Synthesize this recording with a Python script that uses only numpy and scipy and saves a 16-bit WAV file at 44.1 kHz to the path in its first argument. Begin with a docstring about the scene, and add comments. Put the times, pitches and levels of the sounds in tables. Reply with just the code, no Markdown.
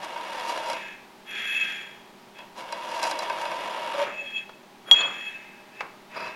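"""First comes a harsh scrape: a steel block is pulled past the pointed tip (scriber) of a height gauge.
A second long scrape follows later; tiny random slips shake the tip and the gauge, with sharp snaps.
Between and after these, the block rasps and squeals on a granite plate as grit drives its vibrations.
It grinds on its corners and knocks on the stone with thuds and one strong ring; the gauge is nudged.
Behind it all, in a small workshop, are soft air noise and the steady tones of a fan motor."""
import sys
import numpy as np
from scipy import signal
from scipy.fft import rfft, irfft
from scipy.io import wavfile
from scipy.ndimage import uniform_filter1d

SR = 44100
rng = np.random.default_rng(int(sys.argv[2]) if len(sys.argv) > 2 else 0)


def output_pcm(signal):
    """Save a mono or channel-first signal as 16-bit PCM at the path in sys.argv[1].

    Samples are clipped to [-1, 1] before scaling.
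    """
    pcm = np.clip(np.atleast_2d(signal).T, -1, 1) * 32767
    wavfile.write(sys.argv[1], SR, np.round(pcm).astype(np.int16))


N = 280035
T = np.arange(N) / SR  # time in seconds
RING_T = T[:SR // 2]  # time axis of short sounds: half a second

# Levels in the tables are starting points: the functions below add small trims.
# the steel is drawn past the tip: start t/s, rise t/s, hold t/s, release t/s, drag level/dB, bite level/dB
STROKES = [(0.0, 0.0033, 0.723, 0.078, -34.5, -47), (2.388, 0.005, 0.04, 0.037, -43, -63),
           (2.543, 0.054, 1.434, 0.035, -34.5, -48.5)]
# the tip digs deeper for a moment: t/s, half length t/s, extra bite level/dB
DIGS = [(0.042, 0.014, 10), (0.393, 0.051, 2.5), (0.499, 0.033, 10), (0.577, 0.02, 6), (0.695, 0.035, 6.5),
        (2.582, 0.037, 14), (2.98, 0.13, 8), (3.042, 0.011, 4.5), (3.071, 0.029, 8), (3.111, 0.012, 7),
        (3.229, 0.022, 6.5), (3.42, 0.03, 6), (4.007, 0.035, 5.5)]
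# the blade judders as it runs off the end: start t/s, rise t/s, hold t/s, release t/s, level/dB
JUDDER = [(3.935, 0.016, 0.002, 0.0052, -31), (3.978, 0.033, 0.0047, 0.021, -22),
          (4.05, 0.02, 0.158, 0.04, -46)]
# the tip catches and snaps free: t/s, snap level/dB, blade swing level/dB
CATCHES = [(0.0412, -50, -55), (.1595, -52, -26), (0.331, -37, -40), (.396, -34, -33), (0.478, -43, -37),
           (.495, -42, -33), (0.6994, -29.5, -26), (0.731, -28, -26.5), (2.3875, -43, -32.5),
           (2.7242, -27, -22), (3.0289, -18.5, -20), (3.038, -21, -32), (3.049, -42, -23),
           (3.1118, -23, -19.5), (3.1903, -22, -23.5), (3.298, -33.5, -17), (3.4534, -35.5, -22.5),
           (3.515, -35.5, -19.5), (3.9922, -47, -22)]
# resonances of the gauge and its blade: f/Hz, width while scraping f/Hz, level/dB
GAUGE = [(312.4, 28, -18), (507, 43, -11), (505.5, 17, -7.5), (602, 118, -4.5), (662, 25, -5.5),
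         (918.4, 79, 3), (969, 136, 2), (1070, 23, -20), (1160, 31, -25), (1546, 65, -9), (1790, 20, -59),
         (2158, 48, -14.5), (2227, 16, -18.5), (2550, 44, -11), (2814, 96, -15.5), (3355, 27, -14.5),
         (3330, 210, -15), (3720, 110, -39.5)]
# resonances of the tip: f/Hz, width f/Hz, level/dB
TIP = [(4017, 47, 7), (4593, 79, 3.5), (4850, 270, 5.5), (4930, 43, 5.5), (5074, 100, 1), (5400, 150, -5),
       (5590, 60, 2.5), (5850, 860, 3.5), (7080, 140, -2.5), (7620, 83, -5), (7700, 750, -18),
       (8260, 100, -5), (9380, 410, -9), (9750, 140, -5), (11100, 350, -5), (14400, 110, -17)]
# spectrum of the noise from scratched steel: f/Hz, level/dB
SCRATCH = [(100, -7), (200, -1.5), (450, -20), (750, 9.5), (1300, 7), (2000, 1.5), (2800, 0), (3800, -5),
           (6000, -32.5), (11000, -24), (16000, -50)]
# pushes of the block over the stone: start t/s, rise t/s, hold t/s, release t/s,
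# grit level/dB, bending modes level/dB, twisting modes level/dB, overtones level/dB
SLIDES = [ (0.73, 0.016, 0.13, 0.095, -43.5, -43, -52, -69),
          (1.25, 0.13, 0.3, 0.15, -36, -39.5, -35.5, -57.5),
          (2.335, 0.055, 0.015, 0.02, -51.5, -47.5, -51, -76),
          (3.97, 0.036, 0.09, 0.028, -41, -54, -51, -79), (4.09, 0.051, 0.27, 0.035, -49, -40, -54, -73.5),
          (4.855, 0.035, 0.026, 0.005, -48.5, -55.5, -41.5, -57),
          (4.935, 0.028, 0.062, 0.042, -36, -28, -24, -74), (5.06, 0.031, 0.13, 0.27, -45, -44.5, -59, -71),
          (5.71, 0.1, 0.011, 0.01, -51, -45.5, -65, -77), (6.09, 0.076, 0.1, 0.095, -43.5, -46, -65, -76), ]
# the block grips the stone and squeals: t/s, half length t/s,
# bending modes level/dB, twisting modes level/dB, overtones level/dB
SQUEALS = [(1.3, 0.018, -43, -71, -55.5), (1.524, 0.06, -33, -51, -54.5), (1.574, 0.017, -26.5, -48, -70),
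           (1.621, 0.016, -21, -44, -66), (4.2, 0.022, -32.5, -58.5, -80), (4.283, 0.027, -54, -40, -73),
           (4.369, 0.025, -30, -32, -66), (5.183, 0.078, -43.5, -42, -71),
           (5.282, 0.022, -34.5, -41.5, -62), (5.355, 0.019, -38, -66, -80), (5.49, 0.056, -55, -76, -85),
           (5.804, 0.0077, -38.5, -64, -82), (6.254, 0.022, -41.5, -56, -69)]
# vibrations (modes) of the block: f/Hz, width when tilted f/Hz, rubbed level/dB, struck level/dB,
# family (0 bending, 1 twisting, 2 overtones)
BLOCK = [(2594, 10.3, 2, -36, 0), (3294, 19, -5, 2, 1), (4380, 130, -18, -33, 1), (5700, 160, -33, -31, 1),
         (6970, 11, -33.5, -27.5, 1), (6924, 30, -21, -27.5, 0), (6000, 38, 1.5, -34, 2),
         (10600, 30, 4, -48, 2), (11260, 14, -3, -39, 2), (11800, 20, -12, -55.5, 2),
         (12600, 22, -4.5, -45.5, 2)]
# resonances of the stone under the sliding block: f/Hz, width f/Hz, level/dB
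SLAB = [(1303, 38, -8), (1616, 45, 5.5), (1706, 29, 2), (1764, 83, 6), (1924, 35, -2.5), (2080, 30, 2.5),
        (2135, 35, -4.5), (2202, 35, -1.5), (2380, 110, 1), (2470, 12, -1), (2690, 17, -3),
        (3110, 100, -17), (3593, 120, -6.5), (3640, 23, -37.5)]
# spectrum of the grit: f/Hz, level/dB
GRIT = [(90, -49), (200, -10), (500, -12), (1100, -12), (1480, -1), (1650, -0.5), (2100, -3.5),
        (2500, -5.5), (2950, 0.5), (3450, -17), (3900, -16.5), (6800, -19), (8000, -28.5), (16000, -43)]
# the block grinds on a corner as it turns: start t/s, rise t/s, hold t/s, release t/s, level/dB
GRINDS = [(4.05, 0.019, 0.019, 0.035, -36.5), (4.845, 0.07, 0.02, 0.018, -40),
          (4.95, 0.047, 0.035, 0.093, -35), (5.812, 0.013, 0.021, 0.034, -42.5)]
# spectrum of the rubbed stone: f/Hz, level/dB
STONE = [(60, -46), (150, -9), (400, -3.5), (620, 0), (1000, 0.5), (1220, 3.5), (1500, -1.5), (2400, -20),
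         (3600, -28), (5000, -42), (7500, -42), (11200, -39), (16000, -52.5)]
# the block meets the stone: t/s, thud level/dB, ring level/dB, wait until the edge lies flat t/s
KNOCKS = [(4.4935, -32, -60, 0.009), (4.9127, -14.5, 0, 0.028), (4.9444, -22, -38, 0.0024),
          (5.8067, -19, -61, 0.0061)]
# spectrum of a thud: f/Hz, level/dB
BLOW = [(40, -12.5), (200, -20), (430, 8), (1200, 12.5), (2300, 3), (3600, -6.5), (5000, -7), (7000, -21),
        (8300, -26), (9800, -27.5), (12000, -38), (16000, -28.5)]
# the gauge's foot is nudged: start t/s, rise t/s, hold t/s, release t/s, body level/dB, rasp level/dB
NUDGE = [(6.105, 0.094, 0.07, 0.054, -40, -49.5), (6.155, 0.018, 0.0044, 0.0054, -40.5, -50)]
# spectrum of the workshop air: f/Hz, level/dB
SHOP = [(20, -6), (50, -36.5), (97, -14.5), (130, -7.5), (200, -4), (380, -4), (480, -7.5), (850, -3.5),
        (1440, -10.5), (2300, -12), (4030, -16.5), (8000, -26.5), (16000, -30.5)]
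# fan motor tones: f/Hz, level/dB
HUM = [(198.5, -63.5), (237, -65.5), (362, -65), (397.5, -63.5), (613.7, -65), (769.8, -87), (829, -62.5),
       (947.5, -64), (1009, -100)]

LIGHT_START_DB, LEAN_IN_S = -7, 0.34  # the hand starts each stroke lightly and leans in
DRAG_SHARE = 0.49  # dB of drag for each dB of extra bite from a dig
TILTED_S = 3.0  # from this time the block rides on an edge
BRAKING = 1.31  # above 1, a move dies away ever faster as friction stops it
TOP_HZ = 15900  # highest frequency let through


def scriber():
    """The tip ploughs the steel: each slip shakes the gauge, and its sharp part rings the tip itself."""
    drag, bite = pressure()
    slips = above(friction(rate=2600, spread_db=-0.5, patchy_db=-0.5, patch_rate=130), 120)

    scratch = unit(through(slips, colour(SCRATCH)))
    body = unit(through(slips, modes(GAUGE))) + undb(-1.5) * scratch
    body = unit(held(body, 0.02), 750, 1210)

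    edge = above(slips, 2500) * undb(0.53 * walk(120))  # the tip cuts now cleanly, now bluntly
    hiss = through(edge, colour([(3000, -18), (6000, 8), (11500, -7.5), (12500, -10), (16000, -18)]))
    tip = unit(through(edge, modes(TIP))) + undb(-9) * unit(hiss)
    tip = unit(held(tip, 0.037), 3900, 12000)

    blade = through(above(slips, 900), modes([(576, 24, 0)]))
    judder = held(blade, 0.046) * gains(JUDDER)[0]
    return undb(-0.84) * drag * body + undb(-2) * bite * tip + undb(-0.5) * judder


def pressure():
    """Drag and bite of the tip: both grow as the hand leans in, and jump where the tip digs."""
    lean_db = 0
    for start_s, *_ in STROKES:
        fade = np.exp(-np.abs(T - start_s) / LEAN_IN_S)
        lean_db = lean_db + LIGHT_START_DB * (T >= start_s) * fade
    dig_db = sum(extra_db * swell(s, half_s) for s, half_s, extra_db in DIGS)
    drag, bite = gains(STROKES)
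    return drag * undb(lean_db + DRAG_SHARE * dig_db), bite * undb(lean_db + dig_db)


def catches(width_factor=0.63):
    """The tip snaps free with a tick; the heavier blade swings just after, ringing longer than in a scrape."""
    out = np.zeros(N)
    # a narrower resonance rings longer
    swing = above(modes([(hz, width * width_factor, db) for hz, width, db in GAUGE]), 470)
    tick = above(modes(TIP), 2100)
    for s, snap_db, swing_db in CATCHES:
        force = above(burst(0.0028), 270)
        add(out, s, tick, snap_db - 1.5)
        add(out, s, through(force, tick), snap_db - 17)
        add(out, s + 0.00057, through(force, colour(SCRATCH)), swing_db - 7)
        add(out, s + 0.00207, swing, swing_db + 0.5)
    return out


def sliding(flat_damping=3.5):
    """The stone's grain rasps under the block and drives the block's own vibrations."""
    grit, *drives = gains(SLIDES)
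    grain = friction(rate=6100, spread_db=4, patchy_db=3.5, patch_rate=90)
    force = above(grain, 1320)  # a small contact radiates little bass
    rasp = unit(through(force, modes(SLAB))) + undb(-6) * unit(through(grain, colour(GRIT)))
    out = grit * unit(held(rasp, 0.01), 1550, 2440)

    for family, drive in enumerate(np.array(drives) + squeals()):
        rows = [row[:3] for row in BLOCK if round(row[4]) == family]
        # pressed flat at first, the block is damped; later, tilted, it rings more freely
        pressed = modes([(hz, width * flat_damping, db) for hz, width, db in rows])
        flat_ring = through(force * (T < TILTED_S), pressed)
        tilted_ring = through(force * (T >= TILTED_S), modes(rows))
        # it radiates well only near its modes, so little sounds in the gaps between them
        radiation = modes([(hz, 11 * width, 10 * np.log10(30 / width)) for hz, width, db in rows])
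        out += undb(-1) * drive * held(through(flat_ring + tilted_ring, radiation), 0.012)
    return out


def squeals():
    """Extra drive on each family of the block's modes while the block grips the stone."""
    return sum(np.outer(undb(levels_db), swell(s, half_s)) for s, half_s, *levels_db in SQUEALS)


def grinding():
    """On a corner the block bites coarsely, and fewer slips per second sound the stone itself."""
    grain = friction(rate=2500, spread_db=-2, patchy_db=-1, patch_rate=90)
    return gains(GRINDS)[0] * unit(held(through(grain, colour(STONE)), 0.03), 450, 1600)


def knocks(free_decay_s=0.019, flat_decay_s=0.0047, contact_s=0.000068):
    """A thud of stone and a ring of steel, which dies faster once the edge lies flat."""
    out = np.zeros(N)
    tone = sum(undb(row[3]) * np.sin(2 * np.pi * row[0] * RING_T) for row in BLOCK)
    tone = above(tone * (1 - np.exp(-RING_T / contact_s)), 1200)
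    for s, thud_db, ring_db, flat_s in KNOCKS:
        add(out, s, through(burst(0.0066), colour(BLOW)), thud_db)
        time_flat = np.maximum(RING_T - flat_s, 0)
        decay = np.exp(-RING_T / free_decay_s - time_flat / flat_decay_s)
        add(out, s, tone * decay, ring_db)
    return out


def nudge():
    """The broad foot rubs the stone and shakes the same gauge, with less top treble than the tip."""
    level, rasp = gains(NUDGE)
    slips = above(friction(rate=4500, spread_db=1, patchy_db=3, patch_rate=190), 130)
    body = unit(through(slips, colour(STONE))) + undb(0.5) * unit(through(slips, modes(GAUGE)))
    body = unit(held(body, 0.024), 450, 1500)
    hiss = through(above(slips, 3300), modes(TIP))
    hiss = through(hiss, colour([(3500, 0), (5000, 6), (6500, -8), (12000, -3)]))
    hiss = unit(held(hiss, 0.084), 3960, 6000)
    return undb(2) * level * body + undb(-0.8) * rasp * hiss


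def workshop():
    """Coloured air noise, and fan motor tones that waver a little in pitch and level."""
    air = unit(through(rng.standard_normal(N), colour(SHOP)))
    air = air * undb(-51.5 + 0.27 * walk(1.3))
    hum = 0
    for hz, db in HUM:
        level = undb(db + 0.29 * walk(5.5)) * np.sqrt(2)  # a sine peaks at root 2 times its rms
        phase = 2 * np.pi * np.cumsum(hz + 1.25 * walk(12)) / SR
        hum = hum + level * np.sin(phase)
    return air + hum


def room(x, t60_s=0.55, wet_db=-9, first_s=0.0092):
    """Dull, diffuse reflections from cabinets and walls, as noise that fades by 60 dB in t60_s."""
    tail = rng.standard_normal(len(RING_T)) * undb(-60 * RING_T / t60_s) * (RING_T > first_s)
    tail = tail / np.sqrt(np.sum(tail ** 2))
    walls = colour([(200, 0), (2000, 0), (3300, -3), (12000, -7)])
    return x + undb(wet_db) * through(x, through(tail, walls))


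def friction(rate, spread_db, patchy_db, patch_rate):
    """Random tiny slips, on average `rate` a second, of unequal force that also varies in patches."""
    slips = (rng.random(N) < rate / SR) * rng.standard_normal(N)
    unequal = spread_db * np.minimum(rng.exponential(size=N), 4)
    return slips * undb(unequal + patchy_db * walk(patch_rate))


def burst(decay_s):
    """A contact that crumbles into fading micro-impacts, made of decaying noise."""
    return rng.standard_normal(len(RING_T)) * np.exp(-RING_T / decay_s)


def modes(rows):
    """Sum of ringing sines (f/Hz, width f/Hz, energy level/dB); a wider mode dies sooner."""
    total = 0
    for k, (hz, width, db) in enumerate(rows):
        size = (-1) ** k * undb(db) * np.sqrt(width)  # neighbours start in opposite directions
        total = total + size * np.exp(-np.pi * width * RING_T) * np.sin(2 * np.pi * hz * RING_T)
    return total


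def colour(points, size=2048):
    """Short filter with a given spectrum whose energy comes as early as possible (minimum phase)."""
    hz, db = np.transpose(points)
    f = np.maximum(np.arange(size // 2 + 1) * SR / size, 1)
    cepstrum = irfft(np.log(undb(np.interp(np.log(f), np.log(hz), db))))
    # fold the second half onto the first, so nothing sounds before the force
    cepstrum[1:size // 2] *= 2
    cepstrum[size // 2 + 1:] = 0
    return irfft(np.exp(rfft(cepstrum)))


def through(x, response):
    """Pass a force through a body or a room (convolution)."""
    return signal.fftconvolve(x, response)[:len(x)]


def above(x, edge_hz):
    """Keep what lies above a frequency (second-order high-pass)."""
    return signal.sosfilt(signal.butter(2, edge_hz, "high", fs=SR, output="sos"), x)


def held(x, seconds):
    """Even out swells lasting longer than this, dividing by the smoothed running level."""
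    width = int(seconds * SR)
    power = uniform_filter1d(x ** 2, width)
    return x / np.sqrt(uniform_filter1d(power, width) + 1e-18)


def unit(x, lo_hz=20, hi_hz=20000):
    """Scale a sound so that its part within a frequency band has rms 1."""
    f = np.arange(len(x) // 2 + 1) * SR / len(x)
    band = (f >= lo_hz) & (f <= hi_hz)
    return x * len(x) / np.sqrt(2 * np.sum(np.abs(rfft(x)[band]) ** 2))


def gains(rows):
    """Each level column as a gain over time: a move gathers speed, holds it and dies away."""
    total = 0
    for start_s, rise_s, hold_s, release_s, *levels_db in rows:
        age = T - start_s
        rise = np.clip(age / rise_s, 0, 1)
        fall = np.exp(-np.clip((age - rise_s - hold_s) / release_s, 0, 9) ** BRAKING)
        total = total + np.outer(undb(levels_db), rise * fall)
    return total


def swell(s, half_s):
    """A bell-shaped rise and fall around a moment."""
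    return np.exp(-np.minimum(((T - s) / half_s) ** 2, 20))


def walk(rate):
    """Random wander with a spread near 1, heading for `rate` new values a second."""
    return 1.2 * np.interp(T * rate, np.arange(4096), rng.standard_normal(4096))


def add(out, s, x, db):
    """Mix in a short sound at a time and peak level."""
    i = int(s * SR)
    out[i:i + len(x)] += (x * undb(db) / np.abs(x).max())[:N - i]


def undb(db):
    """Decibels to gain."""
    return 10 ** (np.asarray(db) / 20)


def scene():
    """Everything on the plate, with the room's reflections, plus the workshop background."""
    plate = scriber() + catches() + sliding() + grinding() + knocks() + nudge()
    return (room(plate) + workshop())[None]


def record(dry):
    """Round off the loudest peaks and cut the extreme treble."""
    ceiling = 1.6
    rounded = ceiling * np.tanh(dry / ceiling)
    return signal.sosfilt(signal.ellip(10, 0.2, 80, TOP_HZ, fs=SR, output="sos"), rounded)


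dry = scene()
out = record(dry)
output_pcm(out)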